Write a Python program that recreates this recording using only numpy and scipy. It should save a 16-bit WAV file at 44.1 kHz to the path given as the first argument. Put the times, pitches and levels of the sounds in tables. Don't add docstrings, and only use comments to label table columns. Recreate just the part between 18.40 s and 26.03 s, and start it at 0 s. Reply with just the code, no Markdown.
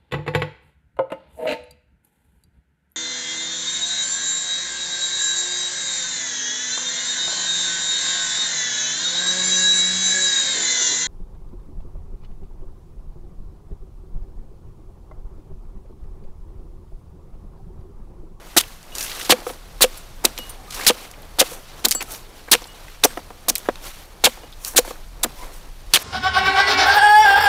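import sys
import numpy as np
from scipy import signal
from scipy.fft import rfft, irfft, next_fast_len
from scipy.io import wavfile
from scipy.ndimage import uniform_filter1d, map_coordinates

SR = 44100
rng = np.random.default_rng(int(sys.argv[2]) if len(sys.argv) > 2 else 0)


def volts(x):
    e = np.asarray(x, float) / 20
    return 10 ** e


def waveform_to_disk(signal):
    frames = np.transpose(np.atleast_2d(signal))
    scaled = np.clip(frames, -1, 1) * 32767
    samples = np.round(scaled).astype(np.int16)
    wavfile.write(sys.argv[1], SR, samples)


N = 336469

# freq_hz, level_db
WIND_SPECTRUM = [(15, 1.5), (25, 5), (33, -0.5), (42, -0.5), (55, -34)]
# time_s, level_db
GUSTS = [(0.0, -38.5), (0.68, -31), (0.93, -41), (1.21, -31), (4.06, -38), (5.57, -33), (5.74, -39.5),
         (6.99, -28.5), (7.22, -32), (7.48, -26.5), (7.63, -50)]
# freq_hz, level_db
RUMBLE_SPECTRUM = [(35, -25), (50, -5.5), (70, -3.5), (110, -8), (160, -9), (260, -21)]
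# freq_hz, level_db
STREET_SPECTRUM = [(88, -41), (150, -10.5), (280, 1.5), (504, 1.5), (770, 1), (1980, -10.5), (2500, -14),
                   (3250, -39), (5500, -120)]
# time_s, level_db
STIR_LEVEL = [(0, -50), (.38, -53.5), (.6, -48), (.9, -41.5), (1.2, -51.5), (2, -50), (2.5, -50.5),
              (2.85, -52), (3.6, -49.5), (3.95, -53), (4.95, -53), (5.35, -47), (5.7, -54), (6.2, -54),
              (6.5, -49), (6.72, -56), (7.04, -45), (7.3, -53)]
STREET_DB = 1.5
SHOVE_DB = -9

# freq_hz, level_db
SCRAPE_SPECTRUM = [(500, -7), (1100, 3), (1800, 0.5), (3000, 1.5), (4500, 1), (6500, -8.5), (9000, -13)]
# freq_hz, level_db
FIZZ_SPECTRUM = [(3500, -70), (5500, 7), (7500, 3.5), (11000, 4.5), (15800, 1), (16000, -50)]
# start_s, length_s, level_db, dryness_db
DRAG_EVENTS = [(0.072, 0.27, -52, -1), (0.585, 0.31, -39, -1), (0.606, 0.033, -47.5, 14.5),
               (1.08, 0.012, -41.5, 2), (1.552, 0.029, -46.5, -3), (1.98, 0.12, -47, -4.5),
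               (2.347, 0.14, -36, -2), (2.58, 0.071, -43, -4), (3.053, 0.027, -39.5, -2),
               (3.112, 0.024, -45, 5), (3.29, 0.016, -46, -15), (3.385, 0.016, -46.5, -5),
               (3.714, 0.033, -41, 2.5), (3.958, 0.041, -51, -4), (4.355, 0.2, -50, -6),
               (4.71, 0.059, -51, -2.5), (5.19, 0.079, -50, -3), (5.451, 0.036, -40, -1),
               (5.543, 0.083, -50, -2), (6.266, 0.021, -41.5, 7), (6.473, 0.02, -42, 1),
               (6.988, 0.049, -48, 0), (7.14, .035, -56.5, 6), (7.626, .05, -37.5, 3)]
GRIP_DB_PER_S, RELEASE_DB_PER_S = 283, 229
SETTLE_DB, SETTLE_DB_PER_S, SETTLE_DRY_DB = -35, 91, -4
REST_DB, REST_DRY_DB, REST_FOLLOWS = -52, -3.5, 0.47

# start_s, length_s, pitch_hz, level_db
CREAK_EVENTS = [
    (.56, .1, 1980, -50),
    (.59, .08, 1620, -43),
    (.7, .12, 4100, -46),
    (2.179, 0.085, 780, -45.5),
    (2.265, 0.055, 1230, -47),
    (2.36, 0.11, 1600, -48),
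    (2.4, 0.055, 2250, -40),
    (6.98, .085, 1000, -43),
    (7.015, .035, 2150, -48),
    (6.255, .04, 6400, -40),
]

BLADE_HZ = np.array([1295, 1610, 2640, 2902, 4535, 5975, 7650, 8290, 9243, 10840, 12460, 13980, 14990, 15710])
BLADE_T60 = [0.35, 0.17, 0.5, 0.37, 1, 0.17, 0.14, .22, .1, 0.077, 0.031, .04, .2, .04]
CLANG_DB = [-44, -70, -70, -44, -37, -35, -16.5, -70, -38, -30, -40, -40, -42, -45]
CLANG_S, CLANG_FREE_MS, BLADE_WAVER_DB = 3.55, 57, 1.5
# time_s, mode_hz, level_db, free_ms
GRAZE_EVENTS = [(.524, 2896, -43, 29), (0.552, 1610, -44, 30), (0.583, 2640, -36.5, 110),
                (.93, 4500, -54, 200), (1.105, 8300, -48, 90), (1.105, 10780, -38, 35),
                (1.573, 7650, -44, 60), (1.573, 10780, -36, 60), (1.988, 2896, -34, 230),
                (1.988, 8300, -51, 50), (1.986, 12460, -23, 50), (2.095, 9235, -32, 71),
                (2.103, 14010, -36, 30), (2.103, 15710, -42, 30), (3.68, 1310, -43, 56),
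                (4.283, 2896, -45, 97), (4.655, 8300, -35, 90), (6.027, 2896, -50, 55),
                (6.252, 2640, -50, 30), (6.249, 2896, -45, 39), (4.775, 5975, -49, 18),
                (4.79, 4500, -56, 47), (6.279, 1610, -42, 30), (6.395, 4500, -49, 160)]

# time_s, peak_db, centre_hz
CHIPS = [(.2366, -23, 2600), (.519, -31, 2900), (2.565, -36, 11000), (2.575, -36, 4000),
         (2.7382, -25, 2280), (2.82, -35, 11500), (2.83, -41, 4200), (4.079, -28, 1300), (4.087, -23, 1800),
         (4.095, -29, 900), (4.2203, -28, 5700), (4.2415, -27, 4440), (4.272, -30, 8040),
         (4.4832, -29, 1900), (4.705, -30, 1500), (6.1265, -30, 3500), (6.134, -33, 4000),
         (6.557, -32, 1700), (1.097, -27, 3300), (1.135, -34, 4500), (7.02, -34, 4500), (7.591, -27, 5300),
         (2.3437, -29, 1200), (2.3652, -33, 1100), (2.3816, -27, 1100), (2.3966, -18, 1200),
         (2.4106, -17, 1900), (2.424, -20, 2190), (2.4355, -18, 2210), (2.448, -15, 2500)]
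# time_s, peak_db, centre_hz
SLIP_EVENTS = [(0.5524, -9, 5700), (0.5828, -9.5, 5950), (0.6085, -9, 4450), (0.628, -10, 5900),
               (.646, -16, 5500), (.664, -17, 3000), (.6795, -20, 3460), (.697, -19, 3600),
               (0.7153, -11, 2740), (.73, -21, 4460), (.748, -21, 5200), (.828, -17, 5500),
               (.798, -17, 1800), (0.7951, -16, 8500), (0.8117, -13, 3160), (0.8485, -11, 4200),
               (.859, -20, 6000), (1.0945, -28, 1530), (1.574, -25, 10900), (2.0944, -20, 9240),
               (2.3057, -18, 5050), (2.3221, -16.5, 4290), (2.345, -13.5, 6400), (2.4471, -15, 6090),
               (3.7196, -14, 10100), (3.7364, -22, 8240), (5.2563, -18, 1100), (6.2775, -12, 11500),
               (6.3365, -29, 7960), (6.45, -22, 8000), (6.507, -22, 4500)]
# time_s, peak_db, centre_hz
SNAP_EVENTS = [(0.2134, -21, 4280), (0.4289, -23.5, 5340), (1.978, -10, 3250), (1.9864, -8.5, 2970),
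               (2.7133, -20.5, 6000), (3.044, -27, 5690), (3.485, 2, 8500), (3.5105, 10, 7500),
               (3.5156, 4, 5500), (3.5235, 1, 4500), (3.5495, -4, 10000), (3.6072, -6.5, 2370),
               (3.6245, -6, 7000), (3.707, -17, 10500), (4.0851, -30, 10800), (4.7737, -20, 9000),
               (5.1542, -2.5, 8500), (5.1582, -1, 4280), (5.1815, -9, 10200), (5.2887, -12, 2700),
               (5.357, -17, 2920), (6.034, -31, 2870), (6.12, -31, 7000), (1.003, -24, 4000),
               (.1662, -5, 2500), (3.4895, -8, 5000), (6.2485, -2, 6400)]
# time_s, peak_db, centre_hz
CRACK_EVENTS = [(0.1745, 5, 6800), (0.1834, 4, 7150), (0.1904, -3, 3100), (0.2054, -8, 4330),
                (0.9043, -4, 3760), (0.9144, 4, 3300), (0.9224, 1, 3760), (1.4244, -1, 5830),
                (1.4334, -6, 4220), (1.8507, 11, 8830), (1.8544, 3, 3630), (2.4663, 2, 4180),
                (2.4854, -2, 4410), (2.4924, -2, 2720), (2.9991, 2, 4000), (3.0144, 0, 3560),
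                (3.4506, 2, 3880), (3.4544, 3, 5770), (4.1175, 4, 4070), (4.1324, 4, 3870),
                (4.1374, 7, 2560), (4.6369, 5, 2700), (5.8406, 6, 2410), (5.8511, 2, 4000),
                (5.8604, -6, 2340), (6.3774, -3, 4580), (6.3884, 2, 7620), (6.8339, -7, 4140),
                (7.5368, -4, 4030), (7.5584, 1, 4040), (7.5714, -7, 4100)]

# pitch_hz, level_db, t60_s
CORE_MODES = [(235, -5.5, 0.14), (340, 8.5, 0.032), (417, -7.5, 0.031), (503, 0, 0.058), (557, -8, 0.038),
              (612, -7.5, 0.035), (725, 2, 0.031), (860, 4, 0.011), (1170, -5.5, 0.023), (1600, -13, 0.033)]
# time_s, peak_db, off_centre_db
DROP_EVENTS = [(1.068, -12.5, -23), (1.094, -27, -6), (1.988, -26.5, 0), (2.55, -32, -7), (2.566, -34, -2),
               (3.117, -22, -22), (3.55, -20, -4), (3.606, -32, -1), (3.619, -25, -11), (4.084, -33, -3),
               (4.22, -32, -8), (4.256, -33.5, -5), (4.774, -14, -14), (4.906, -29, -7), (5.2885, -3, -18),
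               (5.975, -30.5, -11), (6.036, -29, -3), (6.338, -30, -6), (6.349, -28.5, -1),
               (6.45, -23, -10), (6.479, -26, -5), (6.507, -24, -15), (1.02, -32, -6), (1.032, -33, -10),
               (1.0705, -19, -15), (1.101, -18, -8), (3.626, -28, -4), (4.706, -33, -8), (4.727, -34, -8),
               (4.777, -15, -18), (4.792, -32, -5), (5.2915, -5, -20), (6.5095, -19, -8), (7.034, -33, -8)]
# time_s, peak_db, off_centre_db
JOLT_EVENTS = [(0.166, -20, 9), (.172, -19, 4.5), (.898, -12.5, 5.5), (0.924, 1.5, -20), (1.409, -15.5, -4),
               (1.419, -9.5, -9), (1.442, 1, -30), (1.841, -28, 7), (1.848, -16.5, 7.5), (1.863, -21.5, -1),
               (2.465, -20, -6), (2.502, -5, -12), (2.5082, -9, -22), (2.987, -20, -2), (3.011, -14, -13),
               (3.015, -2.5, -23), (3.026, -14, -7), (3.447, -17, 5), (3.464, -19.5, 0), (4.116, -25, 12),
               (4.149, -7.5, -19), (4.635, -26, 6), (4.649, -1.5, -17.5), (4.656, -6.5, -12),
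               (5.084, -18.5, -0.5), (5.101, -17.5, -2), (5.84, -12.5, -5), (5.87, -2.5, -14),
               (6.361, -24, 8), (6.389, 0.5, -20), (6.839, -15.5, -0.5), (6.848, -16, -2),
               (6.861, -32.5, 13), (7.57, -22, -14)]
HIGH_DB, HIGH_FOLLOWS = 2.5, 0.41
FREE_S = (.925, 1.442, 4.649)
HELD_RING = .72

# freq_hz, level_db
FIBRE_SPECTRUM = [(120, -1), (200, -13), (1500, -3), (2750, -1), (4860, -1.5), (9000, -1), (14100, -7),
                  (16000, -6)]
# time_s, rise_ms, tearing_ms, level_db, tilt_db_per_octave
BITE_EVENTS = [(0.165, 7, 12.5, -7, 4), (.893, 12.4, 10, -5.5, -1), (1.408, 14, 10.4, -5, 3.5),
               (1.85, 1.2, 4.6, -8.5, 2), (2.4646, 1.5, 6.7, -7, -1), (2.986, 16.7, 4, -5, 3),
               (3.446, 5.4, 5.4, -8, 3), (4.113, 4.6, 1.8, -3, 7.5), (4.637, .6, 3.3, -6, -4),
               (5.0837, .6, 5.3, -14, 9), (5.8411, 0.46, 3.7, -3.5, -1), (6.36, 5.6, 15, -10.5, 5),
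               (6.8313, .5, 13, -14.5, 4), (7.535, 2.2, 1.6, -1, -1)]
# time_s, tearing_ms, level_db, tilt_db_per_octave, slit_hz
LAYER_EVENTS = [(0.165, 12, -15.5, -1, 1490), (0.184, 8, -15.5, 3.5, 2700), (.196, 9, -22.5, 0, 3300),
                (.205, 6.3, -18.5, 2, 3860), (0.917, 6.6, -16, -3, 3500), (.922, 7, -14, -7, 2520),
                (1.431, 5.2, -14.5, -2, 4050), (1.434, 6, -19, 0, 3000), (1.441, 4, -15, -1, 3200),
                (1.840, 11, -25, 10, 7000), (1.86, 15, -38, -10, 3000), (2.472, 9, -9, 4, 5570),
                (2.482, 8, -10.5, 0.5, 4000), (2.493, 5.3, -13, -4, 3180), (2.501, 6.7, -19.5, -5, 2980),
                (3.005, 6.3, -18.5, -4, 3140), (3.011, 4.1, -14, -1, 2540), (3.017, 7.6, -24.5, -4, 3530),
                (3.441, 5, -30, -3, 4000), (3.606, 20, -30, -3.5, 2420), (4.121, 10.6, -9, 0.5, 4300),
                (4.13, 9.3, -10, -1.5, 3460), (4.137, 3.4, -9, -5.5, 2580), (4.144, 8, -19.5, -4, 2800),
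                (4.635, 4, -20, 8, 9000), (4.642, 9.8, -8.5, 7.5, 6160), (4.654, 5, -27, -11, 3000),
                (5.091, 9.8, -12.5, 4.5, 6260), (5.838, 3, -23, 0, 4500), (5.846, 5.1, -11, 3, 2500),
                (5.852, 2.5, -7, 0, 4100), (5.855, 8.4, -10, -4.5, 3350), (5.865, 5.2, -19, -8, 2500),
                (5.871, 5.7, -23.5, -5, 3160), (6.376, 8.7, -7, -3.5, 7150), (6.389, 3.3, -13.5, 6, 4020),
                (7.541, 14, -10.5, 0, 3800), (7.556, 7.1, -9.5, -3, 3270), (7.565, 3.6, -19, -5, 2300),
                (7.57, 2.5, -18, -8.5, 4030)]
LAYER_RISE_MS, FIRST_TOUCH_DB = 0.76, -21
SLIT_HZ, SLIT_SAG_OCT = 4100, 0.17


def unit(x):
    return x / np.sqrt(np.mean(x ** 2) + 1e-20)


def along(points, hz):
    f, db = np.transpose(points)
    return np.interp(np.log(hz + 1), np.log(f + 1), db, left=-120, right=-120)


def curve(rows):
    s, level = np.transpose(rows)
    return np.interp(np.arange(N) / SR, s, level)


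def wobble(rate, size=N):
    knots = rng.standard_normal(int(size * 4000 / SR) + 4)
    return map_coordinates(knots, [np.arange(size) * min(rate, 3999) / SR])


def coloured(x, gain):
    m = next_fast_len(len(x))
    spectrum = rfft(x, m) * gain(np.fft.rfftfreq(m, 1 / SR))
    return unit(irfft(spectrum, m)[:len(x)])


def crackle(spiky_db, clump_db, rate, size=N):
    sizes_db = spiky_db * rng.exponential(size=size) + clump_db * wobble(rate, size=size)
    return rng.standard_normal(size) * volts(sizes_db)


def patchy(x, depth_db):
    z = signal.stft(x, nperseg=256)[2]
    field = uniform_filter1d(rng.standard_normal(z.shape), size=3, axis=0)
    field = uniform_filter1d(field, size=5, axis=1)
    return signal.istft(z * volts(depth_db * unit(field)), nperseg=256)[1][:len(x)]


def add(out, s, x):
    out[round(s * SR):][:len(x)] += x


def bursts(rows, attack, t60, octaves, tail_db, skirt):
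    out, t = np.zeros(N + SR), np.arange(4096) / SR
    decay = volts(-60 * t / t60) + volts(tail_db - 60 * t / 0.1)
    shape = (1 - np.exp(-t / attack)) * decay

    def gain(f):
        hump = np.exp(-.5 * (np.log2(f / hz + 1e-3) / octaves) ** 2)
        return (hump + skirt * (f > 500)) * (f < 15900)

    for s, db, hz in rows:
        grains = crackle(spiky_db=-2.5, clump_db=-3.0, rate=380, size=len(t))
        add(out, s - attack, volts(db) * shape * coloured(grains, gain))
    return out[:N]


def air(scrape_db):
    def noise(points):
        return coloured(rng.standard_normal(N), lambda f: volts(along(points, f)))

    wind = noise(WIND_SPECTRUM)
    wind = unit(wind / (uniform_filter1d(np.abs(wind), size=3500) + .05) ** .15)
    hum_level = np.hypot(volts(curve(STIR_LEVEL) + STREET_DB), volts(scrape_db + SHOVE_DB))
    street = hum_level * volts(2.3 * wobble(15)) * noise(STREET_SPECTRUM)
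    traffic = volts(-51.0 + 1.16 * wobble(4.67)) * noise(RUMBLE_SPECTRUM)
    return volts(curve(GUSTS) - 7.0) * wind + street + traffic


def rubbing():
    t, stir_db = np.arange(N) / SR, curve(STIR_LEVEL)
    rest = volts(REST_DB + REST_FOLLOWS * (stir_db - stir_db.mean())) ** 2
    power = rest * volts([[0], [REST_DRY_DB]]) ** 2
    moves = [(s, s + length, db, dry_db, RELEASE_DB_PER_S) for s, length, db, dry_db in DRAG_EVENTS]
    moves += [(s + 0.035, s + 0.023, db + SETTLE_DB, SETTLE_DRY_DB, SETTLE_DB_PER_S)
              for s, _, _, db, _ in BITE_EVENTS]
    for start, end, db, dry_db, release in moves:
        near = slice(max(round((start - .5) * SR), 0), round((end + 1) * SR))
        grip_db = GRIP_DB_PER_S * np.maximum(start - t[near], 0)
        release_db = release * np.maximum(t[near] - end, 0)
        power[:, near] += volts(db - grip_db - release_db + [[0], [dry_db]]) ** 2
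    return 10 * np.log10(power)


def rustle(scrape_db, fizz_db):
    effort = np.clip((scrape_db + 59.0) / 14, 0, 1)
    catches = (rng.random(N) < 170 / SR) * np.minimum(rng.exponential(size=N), 2)
    fade = volts(-60 * np.arange(900) / SR / 0.0026)
    grip = 1 + .7 * effort * signal.fftconvolve(catches, fade)[:N]
    grip = grip * volts(effort * wobble(200))

    def rub(points):
        grains = patchy(crackle(spiky_db=1.5, clump_db=.7, rate=220), depth_db=1.5)
        return coloured(grains, lambda f: volts(along(points, f)))

    return grip * (volts(scrape_db) * rub(SCRAPE_SPECTRUM) + volts(fizz_db) * rub(FIZZ_SPECTRUM))


def creaks():
    out = np.zeros(N + SR)
    for s, length, hz, db in CREAK_EVENTS:
        width_hz = 0.043 * hz
        noise = coloured(rng.standard_normal(8192), lambda f: 1 / (1 + ((f - hz) / width_hz) ** 2))
        size = round(length * SR)
        add(out, s, volts(db) * np.sqrt(np.hanning(size)) * noise[:size])
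    return out[:N]


def blade():
    out, t = np.zeros(N + SR), np.arange(SR // 4) / SR
    clang = [(CLANG_S, hz, db, CLANG_FREE_MS) for hz, db in zip(BLADE_HZ, CLANG_DB)]
    for s, hz, db, free_ms in GRAZE_EVENTS + clang:
        mode = np.abs(np.subtract(BLADE_HZ, hz)).argmin()
        touch = volts(-60 * np.maximum(t - free_ms / 1e3, 0) / .012)
        ring = (1 - np.exp(-t / 0.00067)) * np.sin(2 * np.pi * BLADE_HZ[mode] * t)
        waver = volts(BLADE_WAVER_DB * wobble(51, size=len(t)))
        add(out, s, volts(db - 60 * t / BLADE_T60[mode]) * touch * ring * waver)
    return out[:N]


def snaps():
    sharp = bursts(SNAP_EVENTS, attack=0.00015, t60=0.009, octaves=.95, tail_db=-19, skirt=.07)
    slips = bursts(SLIP_EVENTS, attack=0.00122, t60=.034, octaves=0.75, tail_db=-18, skirt=.07)
    cracks = bursts(CRACK_EVENTS, attack=.0003, t60=.008, octaves=.4, tail_db=-40, skirt=.15)
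    chips = bursts(CHIPS, attack=.001, t60=.02, octaves=.3, tail_db=-25, skirt=.03)
    return volts(-11.5) * sharp + volts(-10.5) * slips + volts(-4) * chips + volts(-11) * cracks


def knocks():
    out, t = np.zeros(N + SR), np.arange(6000) / SR
    hz, level_db, t60 = np.transpose(CORE_MODES)[:, :, None]

    def soft(f):
        return f / (f + 350) / (1 + (f / 1250) ** 3)

    for s, db, low_db in JOLT_EVENTS + DROP_EVENTS:
        rings_out = np.abs(np.subtract(FREE_S, s)).min() < .003
        free = 1 if rings_out else HELD_RING
        high_db = HIGH_DB + HIGH_FOLLOWS * low_db
        side_db = np.where(hz < 400, low_db, np.where(hz > 620, high_db, 0))
        spot_level, spot_pitch = rng.standard_normal((2, len(CORE_MODES), 1))
        phase = 2 * np.pi * hz * (1 + 0.02 * spot_pitch) * t
        decay = volts(level_db + side_db + 1.5 * spot_level - 60 * t / (free * t60))
        ring = decay * np.sin(phase) * (1 - np.exp(-t * hz / .9))
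        puff = volts(high_db - 1.5 - 60 * t / 0.03) * coloured(rng.standard_normal(len(t)), soft)
        push = volts(1.8 * wobble(116, size=len(t)))
        add(out, s - .001, volts(db - 3.0) * push * (ring.sum(0) + puff))
    return out[:N]


def tears():
    out, ms = np.zeros(N + SR), np.arange(4096) * 1000 / SR
    rows = [(*row, SLIT_HZ) for row in BITE_EVENTS]
    rows += [(s, LAYER_RISE_MS, *rest) for s, *rest in LAYER_EVENTS]
    for s, rise, hold, db, tilt_db, slit_hz in rows:
        def through_slit(octaves):
            hz = slit_hz * 2 ** octaves

            def gain(f):
                slit = 1 + 1.9 / (1 + ((f - hz) / (.12 * hz)) ** 2)
                return volts(along(FIBRE_SPECTRUM, f) + tilt_db * np.log2(f / 4000 + 0.67)) * slit

            return coloured(fibres, gain)

        fibres = patchy(crackle(spiky_db=2.5, clump_db=2.2, rate=600, size=len(ms)), depth_db=1.5)
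        depth = np.clip(ms / (rise + hold), 0, 1)
        open_cut, deep_cut = through_slit(.5 * SLIT_SAG_OCT), through_slit(-.5 * SLIT_SAG_OCT)
        swell = volts(FIRST_TOUCH_DB * np.maximum(1 - ms / max(rise, .3), 0)) * (1 - np.exp(-ms / 0.49))
        after = np.maximum(ms - rise - hold, 0)
        stop = volts(-60 * after / 14) + volts(-25.5 - 60 * after / 150)
        stop = stop * np.cos(np.pi / 2 * ms / ms[-1])
        add(out, s, volts(db) * swell * stop * ((1 - depth) * open_cut + depth * deep_cut))
    return out[:N]


def scene():
    rub_db = rubbing()
    thin = signal.butter(4, 220, "high", fs=SR, output="sos")
    chops = signal.sosfilt(thin, tears() + knocks() + snaps())
    return (chops + blade() + creaks() + rustle(*rub_db) + air(rub_db[0]))[None]


def band_limit(x):
    return signal.sosfilt(signal.butter(12, 16390, fs=SR, output="sos"), x)


def record(dry):
    top = .95
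    held = dry / (1 + np.abs(dry / top) ** 6) ** (1 / 6)
    dull = signal.cheby2(10, 50, 16450, fs=SR, output="sos")
    return band_limit(signal.sosfilt(dull, held))


dry = scene()
out = record(dry)
waveform_to_disk(out)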